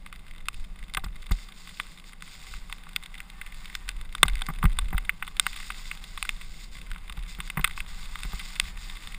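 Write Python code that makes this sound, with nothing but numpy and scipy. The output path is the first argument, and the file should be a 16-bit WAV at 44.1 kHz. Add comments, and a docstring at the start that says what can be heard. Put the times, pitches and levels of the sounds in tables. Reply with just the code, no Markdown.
"""On a wet forest trail a mountain bike runs downhill, heard by a helmet camera in a closed plastic case.
The tyres drum, squelch and hiss: coloured noise and thousands of tiny random impulses make these sounds.
Flung grit, mud and rattling parts click: short noise bursts ring the resonances of the case.
Bumps add knocks and fading sine waves from the camera mount, a dragging brake hums faintly,
and the wind is a deep rumble of noise that rises and falls in gusts."""
import sys
import numpy as np
from scipy import signal
from scipy.fft import rfft, irfft, next_fast_len
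from scipy.io import wavfile
from scipy.ndimage import uniform_filter1d, map_coordinates

SR = 44100
rng = np.random.default_rng(int(sys.argv[2]) if len(sys.argv) > 2 else 0)


def master_out(mix):
    """Clip the mix to full scale and print it as 16-bit PCM to the path in sys.argv[1]."""
    frames = np.transpose(np.atleast_2d(mix))
    ceiling = np.clip(frames, -1, 1)
    pcm = np.round(ceiling * 32767).astype(np.int16)
    wavfile.write(sys.argv[1], SR, pcm)


N = 404819  # length in samples

# How strongly the wind buffets the case. Each row: time in seconds, level in dB before an offset.
WIND_LEVEL = [(0.0, -45), (0.54, -44), (0.87, -43), (1.23, -41), (1.41, -46.5), (2.45, -46.5),
              (2.68, -43.5), (3.12, -48), (4.27, -37), (4.86, -28.5), (5.11, -42), (7.06, -41.5),
              (7.18, -41.5), (9.18, -40)]
# How loudly the mud squelches. Each row: time in seconds, level in dB before an offset.
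MUD_LEVEL = [(0.0, -61), (1.33, -59), (1.48, -57), (2.14, -60), (2.43, -55.5), (2.96, -56.5), (3.63, -53.5),
             (4.09, -58), (4.34, -52), (4.73, -56.5), (5.8, -53), (6.59, -58), (8.44, -51.5), (9.18, -53)]
# Bumps that knock the bike. Each row: start in seconds, then the levels of clack, boom and thud in dB
# before offsets, then the delay in seconds until the mount bottoms out.
BUMP_LIST = [(0.971, -31.5, -60, -33, 0.0072), (1.037, -37.5, -43, -21, .023),
             (1.309, -32, -29, -11.5, 0.00198), (4.23, -29.5, -34, -16, .02),
             (4.485, -28.5, -34, -38, 0.013), (4.637, -26.5, -22.5, -8.5, 0.013),
             (4.927, -32, -40, -14, .017), (7.171, -45, -40, -24.5, 0.0023),
             (7.385, -44, -39.5, -24.5, 0.0021), (7.571, -25.5, -27.5, -21, .02),
             (8.247, -43, -36.5, -28, 0.0028), (8.331, -40.5, -40, -21.5, 0.0019)]


def amp(db):
    """Turn decibels into a gain."""
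    return 10 ** (np.asarray(db) / 20)


def unit(x):
    """Scale a sound to an average (rms) strength of 1."""
    return x / np.sqrt(np.mean(x ** 2) + 1e-20)


def along(points, hz):
    """Read a list of (Hz, value) points at any frequency, on a log axis."""
    f, v = np.transpose(points)
    return np.interp(np.log(hz + 1), np.log(f + 1), v)


def curve(rows):
    """Join (seconds, value) rows with straight lines, giving one value per sample."""
    s, value = np.transpose(rows)
    return np.interp(np.arange(N) / SR, s, value)


def wobble(rate):
    """Draw a smooth random curve through `rate` random points a second."""
    points = rng.standard_normal(int(N * rate / SR) + 4)
    return map_coordinates(points, [np.arange(N) * rate / SR])


def filtered(x, response):
    """Multiply the spectrum of x by a response that depends on frequency."""
    m = 2 * next_fast_len(len(x))
    hz = np.fft.rfftfreq(m, 1 / SR)
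    return irfft(rfft(x, m) * response(hz), m)[:len(x)]


def causal(gain):
    """Give a gain curve the minimum-phase response: nothing sounds before its cause."""
    cepstrum = irfft(np.log(gain + 1e-6))
    half = len(cepstrum) // 2
    cepstrum[1:half] *= 2
    cepstrum[half + 1:] = 0
    return np.exp(rfft(cepstrum))


def in_case(x, colour, spot_db=0):
    """A force of the given colour rings the case; the spot it hits favours some resonances over others."""
    # Resonances of the case. Each row: pitch in Hz, width in Hz, level in dB before favour and wall.
    resonances = [(400, 66, -18), (777, 36, -8), (1168, 184, -1), (1513, 140, -1.5), (2075, 194, 4.5),
                  (2587, 303, -2.5), (3190, 240, -8.5), (3580, 255, 1), (4740, 190, -11), (7750, 800, -44),
                  (8450, 250, -10), (9730, 890, -9.5), (9980, 760, -13), (10600, 160, -15),
                  (13700, 470, -25), (14680, 310, -13)]
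    # What the case wall lets through. Each row: frequency in Hz, gain in dB.
    wall = [(100, 19), (500, -9), (900, 1), (5200, 3), (6000, -4), (7000, 5.5), (10800, -4), (11600, -17.5),
            (12600, -13), (13600, 7), (15200, -3.5), (15700, -45)]
    favour = spot_db * rng.uniform(-1.6, 1, len(resonances))

    def response(hz):
        power = 0
        for (centre, width, db), extra in zip(resonances, favour):
            detune = (hz ** 2 - centre ** 2) / (hz * width + 1)
            power = power + amp(db + extra) ** 2 / (1 + detune ** 2)
        return causal(np.sqrt(power) * amp(along(wall, hz) + along(colour, hz)))
    return filtered(x, response)


def noise(spectrum):
    """Make coloured noise of rms 1."""
    return unit(filtered(rng.standard_normal(N), lambda hz: amp(along(spectrum, hz))))


def grains(per_s, spread_db):
    """Scatter random impulses, most of them small and a few large."""
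    size = amp(spread_db * np.minimum(rng.exponential(size=N), 4))
    return (rng.random(N) < per_s / SR) * size * rng.choice([-1, 1], N)


def add(track, s, x):
    """Mix x into the track at time s in seconds."""
    start = max(round(s * SR), 0)
    track[start:start + len(x)] += x[:len(track) - start]


def contact(colour, life, rise, size=2048):
    """A hit is a brief spatter that rings the case; its energy is that of one millisecond at rms 1."""
    t = np.arange(size) / SR
    attack = 1 - np.exp(-t / rise)
    # before the next step the noise fades by 60 dB in `life` seconds
    force = rng.standard_normal(size) * amp(-60 * t / life) * attack
    # the spatter spreads the blow in time and only partly colours it
    spectrum = rfft(force, 2 * size)
    evened = spectrum / np.sqrt(np.abs(spectrum) + 1e-6)
    force = irfft(evened)[:size] * attack
    ring = in_case(force, colour, spot_db=4.5)
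    return ring / np.linalg.norm(ring) * np.sqrt(SR / 1000)


def wind():
    """Air buffets the closed case, which passes only a deep rumble; gusts and bumps stir it up."""
    # Colour of the rumble. Each row: frequency in Hz, relative level in dB per Hz.
    rumble_colour = [(10, -7), (24, 0.5), (38, -4.5), (52, -18.5), (75, -24), (110, -29), (200, -49.5),
                     (500, -69), (3000, -110)]
    # Single gusts. Each row: middle in seconds, half length in seconds, level in dB before the wobble.
    single_gusts = [(0.58, .11, -35), (2.535, 0.11, -42.5), (3.987, 0.029, -39.5), (4.347, 0.041, -23.5),
                    (8.65, 0.032, -33)]
    shake_db, shake_s = -15, 0.025  # buffeting after a thud: level against the thud table, decay time
    strength = amp(curve(WIND_LEVEL) + 2.5)
    t = np.arange(N) / SR
    for s, half_length, db in single_gusts:
        strength = strength + amp(db) * np.exp(-((t - s) / half_length) ** 2)
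    shake = (1 - np.exp(-t[:SR] / 0.012)) * np.exp(-t[:SR] / shake_s)
    for s, _, _, thud_db, lag in BUMP_LIST:
        add(strength, s + lag, amp(thud_db + shake_db) * shake)
    strength = strength * amp(1.8 * wobble(6))
    rumble = noise(rumble_colour)
    # the eddies keep a fairly even strength within a gust
    swell = uniform_filter1d(np.abs(signal.hilbert(rumble)), size=8192)
    return strength * unit(rumble / (swell + 0.53))


def brake():
    """A lightly dragging pad keeps one mode of the disc ringing unsteadily."""
    # Each row: start in seconds, length in seconds, starting pitch in Hz, level in dB; both then waver.
    drags = [(3.299, .6, 1790, -61), (8.619, 0.57, 1800, -61.5)]
    rise_hz_per_s, fade_s = 120, 0.08  # the tone creeps up while the pad drags
    out, t = np.zeros(N), np.arange(N) / SR
    for s, length, hz, db in drags:
        drag = np.clip(np.minimum(t - s, s + length - t) / fade_s, 0, 1)
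        pitch = hz + rise_hz_per_s * (t - s) + 9 * wobble(45)
        phase = 2 * np.pi * np.cumsum(pitch) / SR
        out += drag * amp(db + 1.96 * wobble(29)) * np.sin(phase)
    return out


def rattle(count=4):
    """Each bump shakes the chain and cables into a few fading ticks."""
    level_db, length_s, fade_db = -11.5, 0.18, 9  # level against the clack table, duration, loss over it
    out = np.zeros(N)
    colour = [(1000, -2), (2300, -0.5), (3600, -1), (5500, -5), (8400, -0.5)]
    for s, clack_db, _, _, lag in BUMP_LIST:
        for late in rng.random(count):
            db = clack_db + level_db - fade_db * late
            add(out, s + lag + length_s * late, amp(db) * contact(colour, life=0.011, rise=0.0003))
    return out


def bumps(size=16384):
    """A bump clacks and booms in the mount, which bottoms out with a second knock and thud, then sways back."""
    # Tones of the shaken mount: sway, push, boom and rap.
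    # Each row: pitch in Hz, relative level in dB, time to fade by 60 dB in seconds.
    mount = [(37.4, -1.5, 0.15), (75, -1.5, 0.038), (163, 3, 0.061), (382, -12, 0.026)]
    second_knock_db = -6  # bottoming out, against the first knock
    out, t = np.zeros(N), np.arange(size) / SR
    dull = [(300, 12.5), (800, 7.0), (1200, 1.5), (2200, -13.5), (3600, -27), (6000, -27.5), (14000, -1)]
    attack = 1 - np.exp(-t / 0.0033)
    sway, push, boom, rap = [amp(db - 60 * t / t60) * np.sin(2 * np.pi * hz * t) * attack
                             for hz, db, t60 in mount]
    for s, clack_db, boom_db, thud_db, lag in BUMP_LIST:
        for when, db in ((s, 0), (s + lag, second_knock_db)):
            add(out, when, amp(clack_db + db + 8) * contact(dull, life=0.027, rise=0.002))
            add(out, when + 0.0014, -amp(boom_db + db + 9.5) * (boom + rap))
        hardness_db = 0.58 * (thud_db + 22.5)  # heavy landings push more abruptly
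        add(out, s + lag + 0.00056, -amp(thud_db + hardness_db) * push)
        add(out, s + lag + 0.00708, amp(thud_db + 0.5) * sway)
    return out


def grit(count=240):
    """Small specks tick on the case, louder where the mud is deeper or the ground stony."""
    # a stony stretch throws bigger specks: middle, half length, extra dB for the strongest
    stony_s, stony_half_s, stony_gain_db = 3.35, 0.33, 7
    out, mud_db = np.zeros(N), curve(MUD_LEVEL)
    for when, strength, softness in rng.random((count, 3)):
        s = when * N / SR
        stony_db = stony_gain_db * np.exp(-((s - stony_s) / stony_half_s) ** 2)
        ground_db = -41.0 + 0.96 * (mud_db[int(when * N)] + 56.0)
        db = ground_db + (9.0 + stony_db) * strength ** 3
        colour = [(1000, 10 * softness - 8), (2300, 0), (3600, 0), (5500, -10 * softness), (8400, 0)]
        add(out, s, amp(db) * contact(colour, life=0.019, rise=0.00042))
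    return out


def clicks():
    """Soft heavy lumps sound longer and lower in the case, hard grit is brief and adds an edge."""
    # The loudest clicks of flung mud and rattling parts. Each row: time in seconds, level in dB before
    # an offset, then body (low part) and treble in dB against the peak, which steer the colour.
    loud_clicks = [(0.061, -27.5, -15, -16), (0.126, -26.5, -20, -18), (0.484, -12, -21, -11.5),
                   (0.827, -32, -16, -13), (0.937, -24, -20, -10), (0.947, -16, -15, -9),
                   (0.97, -11.5, -17, -18), (1.798, -13, -14, -15.5), (2.222, -25, -25, -15.5),
                   (2.537, -26, -19, -23), (2.697, -29, -10, -14), (2.725, -19, -16, -12),
                   (2.867, -33, -1, -13), (2.961, -10, -26, -18), (3.202, -23, -31.5, -24),
                   (3.413, -22, -25, -23), (3.751, -16, -35.5, -19.5), (3.889, -15.5, -32, -16),
                   (4.15, -17.5, -16, -10.5), (4.23, 7, -10, -4), (4.281, -14.5, -9.5, -10.5),
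                   (4.297, -24.5, -29, -19), (4.354, -23, -30, -17), (4.418, -15, -7.5, -8.5),
                   (4.465, -25.5, -30, -14), (4.627, -12, -8.5, -19.5), (4.654, -15, -16.5, -17.5),
                   (4.787, -10.5, -12.5, -12.5), (4.979, -14, -15.5, -17.5), (5.093, -6, -20, -23),
                   (5.224, -14.5, -14, -23.5), (5.277, -23.5, -10, -16), (5.396, -2, -26.5, -11.5),
                   (5.465, -8.5, -17, -16), (5.702, -16.5, -13.5, -21), (5.913, -16.5, -19.5, -23),
                   (6.175, -20.5, -13.5, -17), (6.226, -12.5, -20.5, -13.5), (6.251, -22, -24, -18),
                   (6.291, -10.5, -28.5, -18), (6.914, -24, -22, -17.5), (6.96, -28, -12, -20),
                   (7.096, -23.5, -12.5, -15), (7.402, -18, -16, -14.5), (7.5, -17, -17, -14.5),
                   (7.571, -14, -4, -26), (7.643, -2.5, -23.5, -22.5), (7.675, -20.5, -16.5, -15),
                   (7.776, -21, -13, -18), (7.803, -17, -21, -22.5), (8.155, -21.5, -21, -20),
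                   (8.233, -20.5, -23, -14), (8.598, -5, -23.5, -10)]
    plain_body_db, plain_treble_db = -18, -15  # colour of an average lump
    spatter_s = 0.013  # fade time of an average lump
    out = np.zeros(N)
    for s, db, body_db, treble_db in loud_clicks:
        force_db = db + 13.5  # against a middling click
        body = 0.98 * (body_db - plain_body_db) - 0.087 * force_db
        ring = 1.32 * (treble_db - plain_treble_db)
        edge = 1.1 * ring - 0.93 * body - 0.28 * force_db - 6.5
        colour = [(300, body + 0.4 * force_db), (560, body + 0.64 * force_db), (780, body - 1),
                  (1150, body + 1.5), (1500, 0.35 * body + 2), (2100, -0.9), (2800, 1.5),
                  (3550, ring - 2), (4700, edge), (7000, edge), (8400, 0.68 * ring + 4),
                  (10500, 0.5 * ring - 1.5), (14500, 0.11 * ring)]
        life = spatter_s * amp(0.28 * body - 0.35 * ring)
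        add(out, s + 0.00057, amp(db - 4.5) * contact(colour, life, rise=0.00016))
    return out


def spray_flow(mud_db):
    """Damp ground gives a little spray; each wet patch starts a burst that thins and stops."""
    # Wet patches under the tyres. Each row: start in seconds, length in seconds,
    # spray level in dB before the flutter.
    patches = [(0.53, 0.091, -61), (1.302, 0.15, -55.5), (1.536, 0.41, -56), (2.035, 0.052, -55.5),
               (2.227, .34, -52), (2.617, 0.15, -66), (3.55, 0.24, -62.5), (5.403, 0.54, -50),
               (6.008, 0.64, -55), (6.712, 0.076, -56), (7.276, 0.049, -50.5), (7.394, 0.064, -58),
               (7.757, 0.037, -49.5), (7.874, 0.83, -53), (8.766, 0.37, -55.5)]
    damp_db = -9  # spray between the patches, against the mud table
    attack_s, release_s = 0.0072, 0.027
    shed_db_per_s = 1.5  # the spray thins as the tread sheds its water
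    flow, t = amp(mud_db + damp_db), np.arange(SR) / SR
    for s, length, db in patches:
        attack = 1 - np.exp(-t / attack_s)
        release = np.exp(-np.maximum(t - length, 0) / release_s)
        add(flow, s, amp(db - shed_db_per_s * t) * attack * release)
    return flow


def tyres():
    """The knobs drum on the ground, squelch through mud and throw a fluttering spray."""
    # Colour of the drumming. Each row: frequency in Hz, relative level in dB per Hz.
    roll_colour = [(40, -39), (115, -12.5), (172, 3.5), (230, -9), (320, -15.5), (550, -18), (900, -21.5),
                   (2000, -31), (6000, -72)]
    # Colour of the squelch. Each row: frequency in Hz, relative level in dB before the case.
    mud_colour = [(300, -12.5), (800, 10.5), (1200, 2.5), (1500, 0.5), (1800, -0.5), (2100, -2.5),
                  (2900, -1.5), (3550, -5.5), (6000, -4.5), (15000, 0.5)]
    # Colour of the spray. 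Each row: frequency in Hz, relative level in dB before the case.
    spray_colour = [(500, -32), (1500, -8.5), (2100, -7.5), (3000, -4.5), (3570, -4), (4400, 3), (5400, 7),
                    (6000, 2), (7000, 8), (8400, 1), (10500, -11), (12000, -10), (14500, -0.5)]
    # Short swishes through water. Each row: time in seconds, level in dB before the shape below.
    splashes = [(1.044, -28), (1.223, -41), (1.3197, -24), (4.2595, -32), (4.64, -32)]
    mud_db, buffet_db = curve(MUD_LEVEL), curve(WIND_LEVEL)
    # the drumming grows a little with the wind level
    roll_db = -58.5 + 0.26 * (buffet_db + 47.5) + 0.56 * wobble(25)
    roll = amp(roll_db) * noise(roll_colour)
    squelch = unit(in_case(grains(4000, 4.0), mud_colour))
    mud = amp(mud_db - 0.7 + 1.02 * wobble(44)) * squelch
    flow = spray_flow(mud_db) * amp(0.5 + 1.87 * wobble(24))
    t = np.arange(SR // 10) / SR
    for s, db in splashes:
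        add(flow, s - 0.003, amp(db + 1.5) * t / 0.0037 * np.exp(-t / 0.0025))
    spray = flow * unit(in_case(grains(9000, 5.1), spray_colour))
    return roll + mud + spray


def scene():
    """Everything reaches the one microphone inside the case."""
    return (wind() + brake() + rattle() + bumps() + grit() + clicks() + tyres())[None]


def record(dry):
    """The hardest clicks overload the camera, which keeps nothing above its band limit."""
    top_hz = 16600
    clipped = dry[0] / (1 + (dry[0] / 0.9) ** 6) ** (1 / 6)
    return filtered(clipped, lambda hz: np.clip((top_hz - hz) / 500, 0, 1))[None]


dry = scene()
out = record(dry)
master_out(out)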